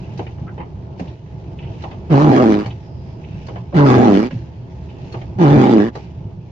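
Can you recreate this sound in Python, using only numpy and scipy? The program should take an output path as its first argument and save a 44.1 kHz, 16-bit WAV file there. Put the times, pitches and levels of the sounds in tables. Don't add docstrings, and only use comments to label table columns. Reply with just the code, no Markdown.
import sys
import numpy as np
from scipy import signal
from scipy.fft import rfft, irfft, next_fast_len
from scipy.io import wavfile
from scipy.ndimage import uniform_filter1d, minimum_filter1d, map_coordinates

SR = 44100
rng = np.random.default_rng(int(sys.argv[2]) if len(sys.argv) > 2 else 0)


def persist_wave(psi):
    counts = np.round(np.clip(psi, -1, 1) * 32767).astype(np.int16)
    wavfile.write(sys.argv[1], SR, np.atleast_2d(counts).T)


N = 287091

# start in seconds, length in seconds, level in dB, extra rattle and rasp in dB.
JUDDER_STROKES = [(2.095, .53, -1, 0), (3.737, 0.53, 0.1, 0.6), (5.38, 0.499, .5, -1.5)]
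# time in seconds, level in dB.
BOTTOM_FLIPS = [(.192, 0), (1.838, -0.5), (3.483, -0.5), (5.141, -.5)]
# time in seconds, then snap, knock and tick levels in dB.
TOP_FLIPS = [(.995, -38, -29.5, -42.5), (2.659, -32.5, -29.5, -41), (4.308, -35.5, -33.5, -52),
             (5.953, -36, -31.5, -43)]
STUMBLE_AT, SETTLE_AT = 0.23, 0.63


def amp(db):
    return 10 ** (np.asarray(db) / 20)


def unit(x):
    return x / np.sqrt(np.mean(x ** 2) + 1e-20)


def steady(x, span=0.026):
    power = np.mean(np.atleast_2d(x) ** 2, axis=0)
    smooth = uniform_filter1d(power, int(span * SR))
    smooth = uniform_filter1d(smooth, int(span * SR / 2))
    return x / np.sqrt(np.abs(smooth) + 1e-12)


def along(points, hz):
    f, value = np.transpose(points)
    return np.interp(np.log(hz + 1), np.log(f + 1), value)


def curves(rows):
    s, *columns = np.transpose(rows)
    return [np.interp(np.arange(N) / SR, s, column) for column in columns]


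def wobble(rate):
    knots = rng.standard_normal(int(N * rate / SR) + 4)
    return map_coordinates(knots, [np.arange(N) * rate / SR])


def filtered(x, response):
    n = x.shape[-1]
    m = next_fast_len(n + 8192)
    return irfft(rfft(x, m) * response(np.fft.rfftfreq(m, 1 / SR)), m)[..., :n]


def noise(spectrum, envelope=1., size=N):
    # frequency in Hz, left-right correlation from -1 to 1.
    likeness = [(60, 1), (130, 0.99), (290, 0.72), (630, 0.75), (1370, -0.42), (3000, 0.21), (6500, -0.17)]

    def mid_and_side(hz):
        turn = np.arccos(np.clip(along(likeness, hz), -1, 1)) / 2
        return amp(along(spectrum, hz)) * np.array([np.cos(turn), np.sin(turn)])

    white = envelope * rng.standard_normal((2, size))
    mid, side = filtered(white, mid_and_side)
    return unit(np.array([mid + side, mid - side]))


def cabin(x, t60, wet_db):
    t = np.arange(SR // 6) / SR
    tail = rng.standard_normal((2, len(t))) * amp(-60 * t / t60)
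    tail /= np.linalg.norm(tail, axis=1, keepdims=True)
    return x + amp(wet_db) * signal.fftconvolve(x, tail, axes=1)[:, :N]


def restless(x, depth_db):
    z = signal.stft(x, nperseg=1024)[2]
    patches = uniform_filter1d(rng.standard_normal(z.shape[1:]), size=7, axis=0)
    patches = uniform_filter1d(patches, size=5, axis=1)
    return signal.istft(z * amp(depth_db * unit(patches)), nperseg=1024)[1][:, :N]


def add(track, s, sound):
    part = track[:, max(round(s * SR), 0):][:, :sound.shape[-1]]
    part += sound[..., :part.shape[1]]


def idle():
    # time in seconds, level in dB.
    background = [(0, 2), (.3, 0.5), (1.08, 1), (1.17, -5), (1.35, -1.5), (1.7, 1.5), (2.9, -2),
                  (3.6, -0.5), (4.7, -2), (5.25, 1), (6.1, -1.5), (6.51, -5)]
    # frequency in Hz, relative level in dB per Hz.
    boom_colour = [(15, -14.5), (27, -18.5), (38, -28), (47, -17.5), (62, -1), (75, 2), (92, -2),
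                   (118, 3.5), (150, -1.5), (185, -5), (230, -17.5), (400, -53), (900, -84.5)]
    # frequency in Hz, relative level in dB per Hz.
    air_colour = [(140, -26), (230, -4), (253, -1.5), (291, -3.5), (360, 1), (470, -10), (508, -7),
                  (590, -14), (643, -6.5), (770, -16), (839, -7), (1090, -21), (1500, -28), (1950, -66.5),
                  (3300, -120)]
    level_db, = curves(background)
    rumble = amp(-31 + 1.5 * wobble(14)) * steady(noise(boom_colour), span=0.32)
    air = amp(-40.5 + 1.1 * wobble(10.0)) * noise(air_colour)
    return amp(level_db) * (rumble + air)


def around(turns, rise_db_per_s, fall_db_per_s):
    t = np.arange(N) / SR
    return sum(amp(-np.maximum(rise_db_per_s * (s - t), fall_db_per_s * (t - s))) for s, *_ in turns)


def gate(start, length, edge_s):
    age = np.arange(N) / SR - start
    return np.clip(np.minimum(age, length - age) / edge_s + .5, 0, 1)


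def glide():
    # frequency in Hz, relative level in dB per Hz.
    hiss_colour = [(700, -35), (1150, -15.5), (1600, 1.5), (2100, 0), (2600, 1.5), (3000, -1), (3600, -5),
                   (5100, -7.5), (6500, -12.5), (7300, -20.5), (8200, -37.5), (14500, -49.5)]
    # frequency in Hz, relative level in dB per Hz.
    sing_colour = [(1900, -37), (2350, -11), (2600, 3), (2950, -1), (3300, -11), (4200, -35), (8000, -70.5)]
    # frequency in Hz, relative level in dB per Hz.
    whistle_colour = [(4000, -52.5), (4750, -9.5), (5000, -10.5), (5300, -10), (6200, -51.5)]

    mid_glass = amp(-61.5)
    bottom = amp(-52) * around(BOTTOM_FLIPS, rise_db_per_s=23, fall_db_per_s=36)
    top = amp(-48) * around(TOP_FLIPS, rise_db_per_s=597, fall_db_per_s=74)
    wet = np.sqrt(mid_glass ** 2 + bottom ** 2 + top ** 2)
    grain = amp(1.5 * wobble(300))
    hiss = wet * amp(1.1 * wobble(25)) * restless(noise(hiss_colour, grain), depth_db=1.3)

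    sing_s = 0.25
    descent = sum(gate(s - sing_s, sing_s, edge_s=.02) for s, _ in BOTTOM_FLIPS)
    sing = amp(-57 + 1.6 * wobble(35)) * descent * noise(sing_colour, amp(3.0 * wobble(160)))

    whistle = amp(-64) * gate(2.83, length=0.36, edge_s=0.1) * noise(whistle_colour)
    return hiss + sing + whistle


def flip(snap_db, knock_db, tick_db, t60):
    # frequency in Hz, relative level in dB per Hz.
    snap_colour = [(600, -39), (1150, -4), (1500, 0.5), (1900, 0.5), (2400, 0.5), (2900, 0), (3400, -10.5),
                   (4000, -14), (7000, -42), (9000, -61.5)]
    # frequency in Hz, relative level in dB per Hz.
    tick_colour = [(2000, -22), (3500, -11), (4300, 3), (4900, -5), (5600, -7.5), (6600, -11), (7400, -24),
                   (8500, -33), (14000, -55.5)]
    # frequency in Hz, relative level in dB per Hz.
    knock_colour = [(150, -11), (350, 4.5), (520, 1), (650, -1.5), (800, 1), (1000, -3.5), (1250, -13),
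                    (2500, -63), (7000, -87.5)]
    t = np.arange(SR // 4) / SR
    snap = amp(snap_db - 60 * t / max(t60, .01)) * noise(snap_colour, size=len(t))
    tick = amp(tick_db - 60 * t / .1) * noise(tick_colour, size=len(t))
    knock = amp(knock_db - 60 * t / 0.22) * noise(knock_colour, size=len(t))
    onset = 1 - np.exp(-t / .001)
    return (snap + tick + knock) * onset


def flips():
    # delay in seconds, then snap, knock and tick
    # levels in dB before the level of the turn, and the snap's decay by 60 dB in seconds.
    contacts = [(-.017, -44, -43, -44, .09), (0, -35.5, -26.5, -53, .1), (.074, -40, -32, -58, .13)]
    # time in seconds, snap level in dB, knock level in dB.
    scuffs = [(.382, -52, -39.5), (.578, -41, -28.5), (.601, -39.5, -30), (2.64, -39, -36),
              (3.726, -46.5, -24)]
    out = np.zeros((2, N))
    for s, db in BOTTOM_FLIPS:
        for delay, *contact in contacts:
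            add(out, s + delay, amp(db) * flip(*contact))
    for s, *levels_db in TOP_FLIPS:
        add(out, s, flip(*levels_db, t60=0.1))
    for s, snap_db, knock_db in scuffs:
        add(out, s, flip(snap_db, knock_db, tick_db=-67, t60=0.15))
    return restless(out, depth_db=3.5)


def thumps():
    # time in seconds, level in dB ahead of a common 1 dB cut, pitch of the lower mode in Hz.
    bumps = [(0.418, -17.5, 153), (1.006, -14.5, 182), (2.059, -23, 118), (2.664, -13.5, 118),
             (3.591, -18, 121), (4.325, -14, 169.8), (4.351, -10.5, 119.3), (5.364, -10.5, 123),
             (6.255, -13.5, 106.6), (6.377, -14.5, 112.6)]
    out, t = np.zeros((2, N)), np.arange(SR // 3) / SR
    onset = 1 - np.exp(-t / 0.0046)
    for s, db, hz in bumps:
        modes = np.sin(2 * np.pi * hz * t) + 0.51 * np.sin(2 * np.pi * hz * 1.45 * t)
        decay = amp(db - 1 - 60 * t / 0.14)
        add(out, s - .003, decay * onset * modes)
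    return out


def squeaks():
    # start in seconds, length in seconds, level in dB, first and last pitch in Hz before the tremble.
    dry_patches = [(0.469, 0.033, -40, 1337, 1500), (0.478, 0.02, -50, 1966, 2270),
                   (1.072, 0.017, -47.5, 2150, 4070), (1.587, 0.014, -40.5, 2420, 2660),
                   (1.623, 0.035, -46, 2550, 2520), (2.702, 0.016, -41, 2410, 2780),
                   (3.236, 0.017, -46, 2564, 2600), (4.887, 0.023, -50.5, 2515, 2740)]
    out, tremble = np.zeros((2, N)), wobble(1500)
    flutter = amp(1.5 * wobble(250))
    for s, length, db, first_hz, last_hz in dry_patches:
        u = np.linspace(0, 1, max(int(length * SR), 16))
        hz = np.geomspace(first_hz, last_hz, len(u))
        hz = hz * (1 + .2 * tremble[round(s * SR):][:len(u)])
        arch = np.sqrt(4 * u * (1 - u))
        add(out, s, amp(db) * arch * np.sin(2 * np.pi * np.cumsum(hz) / SR))
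    return cabin(out * flutter, t60=0.11, wet_db=0.0)


def progress():
    return np.array([(np.arange(N) / SR - start) / length for start, length, *_ in JUDDER_STROKES])


def roughness():
    u = progress()
    clash = np.clip(np.minimum(u - STUMBLE_AT, SETTLE_AT - u) / .1 + .5, 0, 1).sum(axis=0)
    return np.clip(0.1299 + 0.483 * clash, 0, 1)


def falter():
    width = 0.08
    dip = np.exp(-((progress() - STUMBLE_AT) / width) ** 2).sum(axis=0)
    return amp(-3.5 * dip)


def swell(attack_s, hold, fall_db_per_s, grow_db=0, rattle=0):
    t, gain = np.arange(N) / SR, np.zeros(N)
    for start, length, db, rattle_db in JUDDER_STROKES:
        age = t - start
        hold_s = hold * length
        contact = np.clip(age / attack_s, 0, 1) * np.clip((length - age) / 0.032 + 1, 0, 1)
        growth_db = grow_db * np.clip(age / hold_s, 0, 1)
        fall_db = fall_db_per_s * np.maximum(age - hold_s, 0)
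        gain += contact * amp(db + rattle * rattle_db + growth_db - fall_db)
    return gain


def slips(phase, scatter, size_db):
    at = np.flatnonzero(np.diff(np.floor(phase)) > 0)
    chance = rng.standard_normal((len(at), 2))
    when = np.clip(at + chance[:, 0] * scatter[at] * SR, 0, N - 1).astype(int)
    return np.bincount(when, amp(size_db * chance[:, 1]), N)


def from_right(x, lag):
    return filtered(x, lambda hz: np.exp(-2j * np.pi * hz * np.array([[lag], [0]])))


def ring(x, spectrum, size=8192):
    cepstrum = irfft(np.log(amp(along(spectrum, np.fft.rfftfreq(size, 1 / SR)))))
    cepstrum[1:size // 2] *= 2
    cepstrum[size // 2 + 1:] = 0
    response = irfft(np.exp(rfft(cepstrum)))
    return signal.fftconvolve(np.atleast_2d(x), response[None], axes=1)[:, :N]


def flare(snaps, t60, echo_db, rise_s=0.0014):
    age = np.arange(SR // 8) / SR
    power = amp(-60 * age / t60) ** 2 + amp(echo_db - 60 * age / .1) ** 2
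    power = power * (1 - np.exp(-age / rise_s)) ** 2
    return np.sqrt(np.abs(signal.fftconvolve(snaps ** 2, power)[:N]))


def judder():
    # time in seconds, mean slip rate in Hz.
    slip_curves = [
        [(2.1, 176.9), (2.146, 136.9), (2.17, 136.5), (2.206, 144.5), (2.26, 152.4), (2.304, 127.8),
         (2.316, 127.2), (2.364, 130.1), (2.422, 125.6), (2.444, 112.5), (2.536, 103.8), (2.62, 105.3)],
        [(3.75, 188.9), (3.78, 145.5), (3.826, 142.5), (3.87, 134.3), (3.908, 123.7), (3.942, 131.3),
         (4.01, 122.9), (4.052, 122.9), (4.084, 103.7), (4.138, 95.46), (4.162, 98), (4.26, 123.8)],
        [(5.39, 188), (5.444, 152.1), (5.478, 141.5), (5.524, 142.7), (5.554, 148.5), (5.566, 145.2),
         (5.6, 126), (5.64, 126.3), (5.694, 130), (5.738, 111.2), (5.808, 100.8), (5.88, 118.9)],
    ]
    # frequency in Hz, relative level in dB.
    glass = [(60, -61.5), (140, -24), (195, 0.5), (250, 2), (330, 1), (400, -2.5), (470, -10), (600, -18),
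             (800, -26.5), (1500, -71), (3000, -118), (6000, -120)]
    # frequency in Hz, relative level in dB.
    blade_frame = [(250, -40.5), (450, -14), (560, -2), (630, 1.5), (710, -2.5), (800, 4.5), (900, -5.5),
                   (1100, -9.5), (1400, -14), (2200, -36), (5000, -74), (9000, -100)]
    # frequency in Hz, relative level in dB per Hz.
    rasp_colour = [(500, -30.5), (1000, 5), (1550, 0), (2050, -1), (2600, -6.5), (3200, -9.5), (4000, -14),
                   (5300, -16), (6500, -21.5), (7200, -29), (8000, -36), (10500, -44), (14500, -50.5)]

    rate, = curves(np.vstack(slip_curves))
    rough = roughness()
    phase = np.cumsum(rate * (1 + .07 * rough * wobble(60) + .015 * wobble(90))) / SR
    other_phase = np.cumsum(rate * (.84 + .07 * wobble(18))) / SR
    lead = slips(phase, .0004 * rough, size_db=2.5)
    other = slips(other_phase, 0.00065 * rough, size_db=2.0)

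    sway = np.sin(2 * np.pi * phase) * amp(8.7 * rough * wobble(60))
    sway = sway + 0.26 * rough * np.sin(2 * np.pi * other_phase)
    sway = steady(from_right(sway, lag=0.00027))

    blows = lead + 1.05 * rough * other
    drum = steady(from_right(ring(blows, glass), lag=0.00033))
    drum_noise = steady(noise(glass, flare(blows, t60=0.015, echo_db=-13)))
    drum = steady(drum + (0.31 + .5 * rough) * drum_noise)

    snaps = (lead + 1.2 * rough * other) * amp(1.2 * wobble(130))
    tone = steady(from_right(ring(snaps, blade_frame), lag=0.00034))
    rattle = steady(noise(blade_frame, flare(snaps, t60=0.015, echo_db=-15)))
    frame = steady(restless(tone + 0.94 * rattle, depth_db=5.5))

    rasp = steady(noise(rasp_colour, flare(snaps, t60=.012, echo_db=-25)))
    rasp = steady(restless(cabin(rasp, t60=0.12, wet_db=-4), depth_db=2.5))

    sway = sway * amp(-10.5 + 1.4 * wobble(20)) * swell(attack_s=.025, hold=.34, fall_db_per_s=85)
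    drum = drum * falter() * amp(-9.0 + 1.2 * wobble(24))
    drum = drum * swell(attack_s=0.047, hold=0.8, fall_db_per_s=137.5, grow_db=1.0)
    frame = frame * amp(-17.5 + 1.0 * wobble(25))
    frame = frame * swell(attack_s=.045, hold=.63, fall_db_per_s=91.5, grow_db=0.8, rattle=1)
    rasp = rasp * amp(-26 + 1.2 * wobble(30))
    rasp = rasp * swell(attack_s=0.033, hold=0.79, fall_db_per_s=67.5, grow_db=-0.5, rattle=0.86)
    return sway + drum + frame + rasp


def scene():
    # frequency in Hz, left minus right in dB.
    balance = [(60, -0.5), (200, -2.3), (500, -0.4), (1500, -1.9), (4200, 1), (7800, -5), (14000, -8)]
    dry = idle() + glide() + flips() + thumps() + squeaks() + judder()
    return filtered(dry, lambda hz: amp(along(balance, hz) * np.array([[.5], [-.5]])))


def record(dry):
    need = (1 + (np.abs(dry) / .87) ** 8) ** (-1 / 8)
    gain = uniform_filter1d(minimum_filter1d(need, size=129, axis=1), size=129, axis=1)
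    return filtered(dry * gain, lambda hz: hz < 14750)


dry = scene()
out = record(dry)
persist_wave(out)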